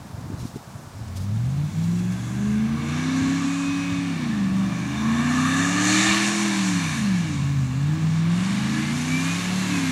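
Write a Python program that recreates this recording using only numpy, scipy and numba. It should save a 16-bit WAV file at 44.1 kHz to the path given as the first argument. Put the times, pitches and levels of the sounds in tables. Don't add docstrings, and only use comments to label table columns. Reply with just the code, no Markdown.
import sys
import numpy as np
from scipy import signal
from scipy.io import wavfile
from scipy.ndimage import uniform_filter1d
from numba import njit

SR = 44100
rng = np.random.default_rng(int(sys.argv[2]) if len(sys.argv) > 2 else 0)


def boost(x):
    u = np.asarray(x, float) / 20
    return 10 ** u


def bounce(signal):
    frames = np.transpose(np.atleast_2d(signal))
    limited = np.clip(frames, -1, 1)
    pcm = np.round(limited * 32767).astype(np.int16)
    wavfile.write(sys.argv[1], SR, pcm)


N = 437031
T = np.arange(N) / SR

# (time [s], rate [Hz])
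CYCLE_RATE = [(0.82, 8.9), (1.27, 12.16), (1.6, 18.24), (3.38, 34.33), (3.83, 35.17), (4.1, 34.84),
              (4.44, 23.51), (4.85, 25.03), (6.07, 40.14), (6.42, 41.77), (6.65, 38.1), (7.36, 16.89),
              (7.59, 18.09), (7.66, 14.78), (7.96, 20.04), (8.16, 19.95), (9.63, 38.41), (9.91, 31.62)]
# (time [s], change of speed [%], length [s])
SPEED_WAVERS = [(1.87, 2.2, .35), (2.27, -1.5, .3), (2.59, -1.2, .25), (2.89, -2, .2), (3.09, 2.6, .3),
                (5.2, .7, .3), (5.53, -1.1, .25), (6.81, 1.8, .25), (7.09, -1.9, .25), (8.31, -2.5, .25),
                (8.62, 2.4, .35), (9.4, -.7, .5)]
# (time [s], firing beat [dB], lumpiness [dB], bank beat [dB re mean], burble [dB re mean])
EXHAUST_LOAD = [(.95, -49, -44, -20, -10), (1.15, -31.5, -41.5, -14, -8), (1.4, -23, -39.5, -2, -2),
                (2.05, -23, -40.5, 2.5, 3), (2.6, -20, -43.5, 1, 3), (3.3, -22, -34.5, -2, 2.5),
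                (3.6, -24.5, -49.5, -6, -4.5), (4.05, -30, -42, -0.5, -2), (4.5, -23, -38, -3.5, -1),
                (5.12, -21, -36.5, -0.5, 3), (5.95, -22.5, -37, -0.5, 5), (6.3, -32, -43.5, 0.5, -5),
                (6.75, -29, -45, 2.5, 2), (7.15, -19, -39, -1.5, -2), (7.55, -23.5, -38.5, -2, -8),
                (8.2, -19, -38.5, -2, -5), (8.8, -29, -38, 1.5, -3), (9.91, -24.5, -37, -0.5, 2.5)]
# (time [s], depth [dB], length [s])
BEAT_FADES = [(1.71, -22, 0.063), (2.27, -15.5, 0.27), (2.85, -11, 0.47), (3.5, -4.5, 0.17),
              (4.16, -14, 0.056), (4.87, -14, 0.28), (5.29, -4, 0.14), (5.7, -4.5, 0.33), (6.62, -5, 0.14),
              (6.89, -18, 0.13), (7.32, -10, 0.17), (7.73, -3, .15), (7.99, -7, 0.092), (9.47, -22, 0.25),
              (9.61, -19, 0.17)]
# (frequency [Hz], level [dB])
TAILPIPE_TONE = [(50, -32), (62, -25), (75, -11), (100, -8), (135, -5.5), (190, 1), (215, -3.5)]
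# (multiple of the cycle [-], level [dB])
UNEVEN_ORDERS = [(2, -5), (4, -4.5), (6, -2.5), (7, 4), (9, -1), (10, -2.5), (11, 1), (12, -12), (13, -0.5),
                 (14, -10)]
# (frequency [Hz], level [dB])
MUFFLER_TONE = [(40, -25), (70, -22), (110, -6), (170, -1.5), (240, -4.5), (305, -2.5), (335, -12.5),
                (380, -18.5), (430, -21.5), (520, -20)]
# (time [s], multiple of the cycle [-], level [dB], length [s])
PIPE_FLARES = [(3.0, 10, -36, .25), (3.27, 33, -42, .3), (4.4, 11, -36, .35), (4.75, 24, -50, .4),
               (6.3, 11, -50, .5), (2.4, 6, -38, .5), (7.6, 13, -39, .35), (4.25, 10, -38, .2),
               (1.15, 20, -44, .3), (4.65, 11, -39, .25), (3.3, 9, -38, .3), (8.7, 11, -41, .3),
               (9.05, 10, -40, .3), (1.3, 16, -35, .25), (1.6, 16, -43, .2), (1.97, 16, -47, .2),
               (2.5, 16, -46, .25), (2.85, 16, -50, .25), (5.75, 16, -50, .5), (7.32, 16, -31, .14),
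               (7.5, 16, -36, .16), (7.72, 16, -33, .24), (7.96, 16, -34, .14), (8.28, 16, -43, .2)]
# (time [s], roar level [dB], brightness [dB])
GAS_FLOW = [(1.0, -57.5, 0), (1.8, -47, 3), (2.75, -42.5, -2.5), (2.97, -35.5, -1), (3.3, -34.5, 0),
            (4.0, -38, -1), (4.5, -41, -3), (4.85, -39, -2.5), (5.4, -29.5, -3.5), (5.75, -27, -0.5),
            (5.93, -22, 2), (6.15, -22.5, 3), (6.32, -27.5, 1), (6.95, -33.5, 1), (7.7, -44, -0.5),
            (8.25, -39.5, -2.5), (8.45, -34.5, -1), (9.3, -33, 1.5)]
# (frequency [Hz], width [Hz], level [dB])
PIPE_MODES = [(736, 234, -3.5), (1150, 190, 5), (1709, 230, 2.5), (2294, 264, 0.5), (2782, 330, -5),
              (3656, 290, -3.5), (4230, 540, -10)]
# (frequency [Hz], width [Hz], level [dB])
TREBLE_MODES = [(5610, 980, -3.5), (6020, 260, 1), (6830, 2180, -0.5), (8500, 3900, -12.5)]
# (time [s], stretch of its resonances [x], second resonance [Hz],
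# ring over plain rush [dB], top air [dB])
PIPE_SWING = [(1.0, 1, 1110, -5, -13), (2.3, 0.94, 1105, 2.5, -5), (3.2, .98, 1134, 3.5, -16),
              (4.4, 1, 1125, 0, -18), (5.0, 1.006, 1094, 6, -12), (5.5, 1, 1177, 10, -12),
              (6.0, 1.01, 1204, 5.5, -18), (6.6, 1.01, 1020, 1, -13), (7.0, 0.997, 1100, 1.5, -10.5),
              (7.7, 0.99, 1104, 0, -21), (9.0, 1.005, 1130, -3, -8.5), (9.91, 0.96, 1090, -1, -7)]
# (start [s], end [s], level [dB])
BONNET_FACING = [
    (3.5, 4.03, -43),
    (4.1, 4.22, -50),
    (8.75, 8.92, -47),
    (9.0, 9.1, -46),
    (9.15, 9.33, -39),
    (9.4, 9.7, -46),
    (9.75, 10.2, -41),
]
# (time [s], flutter level [dB])
GUST_FLUTTER = [
    (0, -41),
    (.2, -41),
    (.35, -35),
    (.5, -37),
    (.65, -43),
    (.8, -46),
    (1.0, -40.5),
    (1.2, -68),
]
# (time [s], peak level [dB], centre frequency [Hz], length [cycles])
WIND_THUMPS = [(.105, -28, 130, 1.6), (0.149, -27, 103, 1.9), (.213, -33, 190, 2.2), (.245, -33, 114, 2.4),
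               (.27, -37, 330, 3.2), (.303, -22, 202, 0.9), (.345, -21, 116, 1.4), (0.334, -28, 260, 3.1),
               (.43, -20, 115, 1.1), (.455, -19, 200, 1.1), (.56, -19.5, 200, 0.94),
               (0.564, -31.5, 407, 4.4), (0.321, -32, 366, 2.8), (.68, -32, 140, 1.3), (.76, -28, 119, 2.4),
               (2.48, -34, 70, 2.2), (2.72, -31, 75, 1.9), (3.225, -22.5, 109, 2), (3.28, -32, 75, 1.8),
               (3.928, -23.5, 105, 1.9), (3.99, -22, 126, 2), (4.53, -31, 90, 2), (5.38, -40, 60, 3),
               (6.1, -32, 80, 2.3)]
# (time [s], peak level [dB], length [s])
GRASS_RUSTLES = [
    (.21, -44, .02),
    (0.406, -39.5, 0.054),
    (0.468, -40, 0.08),
    (0.566, -40, 0.026),
    (1.084, -43, 0.013),
    (1.172, -32.5, 0.026),
    (1.22, -39, 0.065),
    (1.844, -37, .02),
    (1.995, -38, .02),
    (2.124, -39, .03),
]
# (frequency [Hz], level [dB per Hz])
FIELD_TONE = [(300, -24), (640, 6), (920, 5), (1390, -3), (2440, -26), (4000, -10.5), (6350, -9),
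              (10100, -17.5), (12500, -24), (15500, -19)]


def unit(x):
    return x / np.sqrt(np.mean(x ** 2))


def curves(table):
    s, *columns = np.transpose(table)
    return [np.interp(T, s, c) for c in columns]


def colour(table, hz):
    f, db = np.transpose(table)
    return np.interp(np.log(hz), np.log(f), db)


def bell(s, length_s):
    return np.exp(-(2 * (T - s) / length_s) ** 2)


def bumps(table):
    return sum(size * bell(s, length_s) for s, size, length_s in table)


@njit
def svf(x, hz, width):
    y, b, l = np.empty(len(x)), 0., 0.
    for i in range(len(x)):
        g, k = np.tan(np.pi * hz[i] / SR), width / hz[i]
        v = (b + g * (x[i] - l)) / (1 + g * (g + k))
        b, l, y[i] = 2 * v - b, l + 2 * g * v, k * v
    return y


def band(hz, width):
    hz, width = hz * np.ones(N), 1. * width
    once = svf(rng.standard_normal(N), hz, width)
    return unit(svf(once, hz, width))


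def walk(rate):
    k = int(SR / rate)
    steps = np.repeat(rng.standard_normal(N // k + 1), k)
    return 1.38 * uniform_filter1d(uniform_filter1d(steps, k), k)[:N]


def exhaust(hz, turn):
    fire_db, lump_db, bank_db, burble_db = curves(EXHAUST_LOAD)
    fire_db = fire_db + bumps(BEAT_FADES)
    bank_db = -26 + bank_db + colour(TAILPIPE_TONE, 4.9 * hz)
    burble_db = -32 + burble_db + colour(TAILPIPE_TONE, 3 * hz)

    def order(k, db, waver_db, slip):
        level = np.sqrt(2) * boost(db + waver_db * walk(18))
        return level * np.sin(k * turn + slip * walk(13) + 2 * np.pi * rng.random())

    strong = order(8, fire_db, 1.0, .12) + order(5, bank_db, .7, .1) + order(16, -58.5, 1.5, .25)
    burble = order(3, burble_db, 1.0, .12)
    weak = 0
    for k, db in UNEVEN_ORDERS:
        weak_db = lump_db + db + colour(MUFFLER_TONE, k * hz) + 2.6 * walk(4)
        weak = weak + order(int(k), weak_db, 3.2, 0.38)
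    scatter = boost(lump_db - 2.0) * band(np.clip(6 * hz, 60, 240), 167)
    fade_in = np.clip((T - .8) / 0.27, 0, 1)
    return (strong + burble + weak + scatter) * fade_in


def flares(turn):
    out = 0
    for s, k, db, length_s in PIPE_FLARES:
        out = out + np.sqrt(2) * boost(db) * bell(s, length_s) * np.sin(k * turn + .5 * walk(11))
    return out


def roar(turn):
    db, bright_db = curves(GAS_FLOW)
    stretch, second_hz, ring_db, air_db = curves(PIPE_SWING)

    def mode(hz, width, mode_db):
        level = boost(mode_db + .7 * walk(3) + 1.8 * walk(9)) * np.sqrt(width)
        return level * band(hz * (1 + .012 * walk(4)), width)

    ring = np.sqrt(1 / (1 + boost(-2 * ring_db)))
    rush = np.sqrt(1 - ring ** 2)
    low_ring = unit(mode(*PIPE_MODES[0]) + mode(second_hz, *PIPE_MODES[1][1:]))
    low = ring * low_ring + rush * band(1033, 1180)
    middle_ring = unit(sum(mode(f * stretch, w, d + 0.74 * bright_db * np.log2(f / 2300))
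                           for f, w, d in PIPE_MODES[2:]))
    middle_rush = unit(band(2120, 2750) + boost(-7.5 + 0.5 * bright_db) * band(4120, 1900))
    middle = ring * middle_ring + rush * middle_rush
    high = unit(sum(mode(*m) for m in TREBLE_MODES)) + boost(air_db) * band(10400, 7900)
    low_db = -4 - 1.04 * bright_db
    high_db = -6.5 + 0.7 * bright_db + 0.69 * walk(20)
    gas = boost(low_db) * low + middle + boost(high_db) * high
    far = signal.sosfilt(signal.butter(3, 11400, fs=SR, output="sos"), gas)
    puff = 1 + 0.093 * np.cos(8 * turn) + 0.083 * np.cos(3 * turn)
    return boost(db - 0.18 + .5 * walk(7)) * puff * far


def whine(turn):
    edge_s = .06
    facing = 0
    for start, end, db in BONNET_FACING:
        facing = facing + boost(db) * np.clip(np.minimum(T - start, end - T) / edge_s + 1, 0, 1)
    return np.sqrt(2) * facing * boost(3 * walk(14)) * np.sin(72 * turn + .3 * walk(30))


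def trees(x, t60_s=1.0, first_s=0.082):
    t = np.arange(int(.6 * SR)) / SR
    tail = rng.standard_normal(len(t)) * np.exp(-np.log(1000) * t / t60_s) * (t > first_s)
    return signal.fftconvolve(x, tail / np.sqrt(np.sum(tail ** 2)))[:N]


def wind():
    breeze = unit(band(131, 154) + boost(-20.5) * band(35, 60))
    out = boost(-44.5 + 1.1 * walk(1.16) + 1.9 * walk(11)) * breeze
    out += boost(curves(GUST_FLUTTER)[0] + 3.6 * walk(34.6)) * band(120, 113)
    for s, db, hz, cycles in WIND_THUMPS:
        wave = np.cos(2 * np.pi * hz * (T - s) + 2 * np.pi * rng.random())
        out += boost(db) * bell(s, cycles / hz) * wave
    return out


def field():
    hush = 0
    for hz in 330 * 2 ** np.arange(0, 5.6, .5):
        level = boost(colour(FIELD_TONE, hz) + 0.73 * walk(6.8)) * np.sqrt(hz)
        hush = hush + level * band(hz, hz / 1.55)
    brushes = sum(boost(db - 9.5) * bell(s, length_s) for s, db, length_s in GRASS_RUSTLES)
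    return boost(-47) * unit(hush) + brushes * band(5200, 8900)


def scene():
    hz = curves(CYCLE_RATE)[0]
    flywheel_s = .13
    for _ in range(2):
        hz = uniform_filter1d(hz, int(flywheel_s * SR), mode="nearest")
    hz = hz * (1 + bumps(SPEED_WAVERS) / 100)
    turn = 2 * np.pi * np.cumsum(hz) / SR
    pipe = exhaust(hz, turn)
    truck = pipe + roar(turn) + whine(turn) + flares(turn)
    mono = truck + boost(-14.5) * trees(pipe) + wind() + field()
    return np.array([mono, mono])


def thin_top(x, gate_db=-94, follow=.38, rise_db=.8):
    hz, _, z = signal.stft(x, SR, "cosine", nperseg=2048)
    middle_power = np.sum(np.abs(z[:, 90:370]) ** 2, axis=1, keepdims=True)
    loud_db = 10 * np.log10(middle_power + 1e-12)
    gate = boost(gate_db + follow * (loud_db + 58) + rise_db * (hz[:, None] - 13000) / 1000)
    return signal.istft(z * (np.abs(z) > gate), SR, "cosine", nperseg=2048)[1][:, :N]


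def low_pass(x):
    return signal.sosfilt(signal.butter(12, 15630, fs=SR, output="sos"), x)


def record(dry):
    circuit_tone = boost(-77) * np.sin(2 * np.pi * 14994 * T)
    mix = thin_top(dry + circuit_tone)
    return low_pass(mix)


dry = scene()
out = record(dry)
bounce(out)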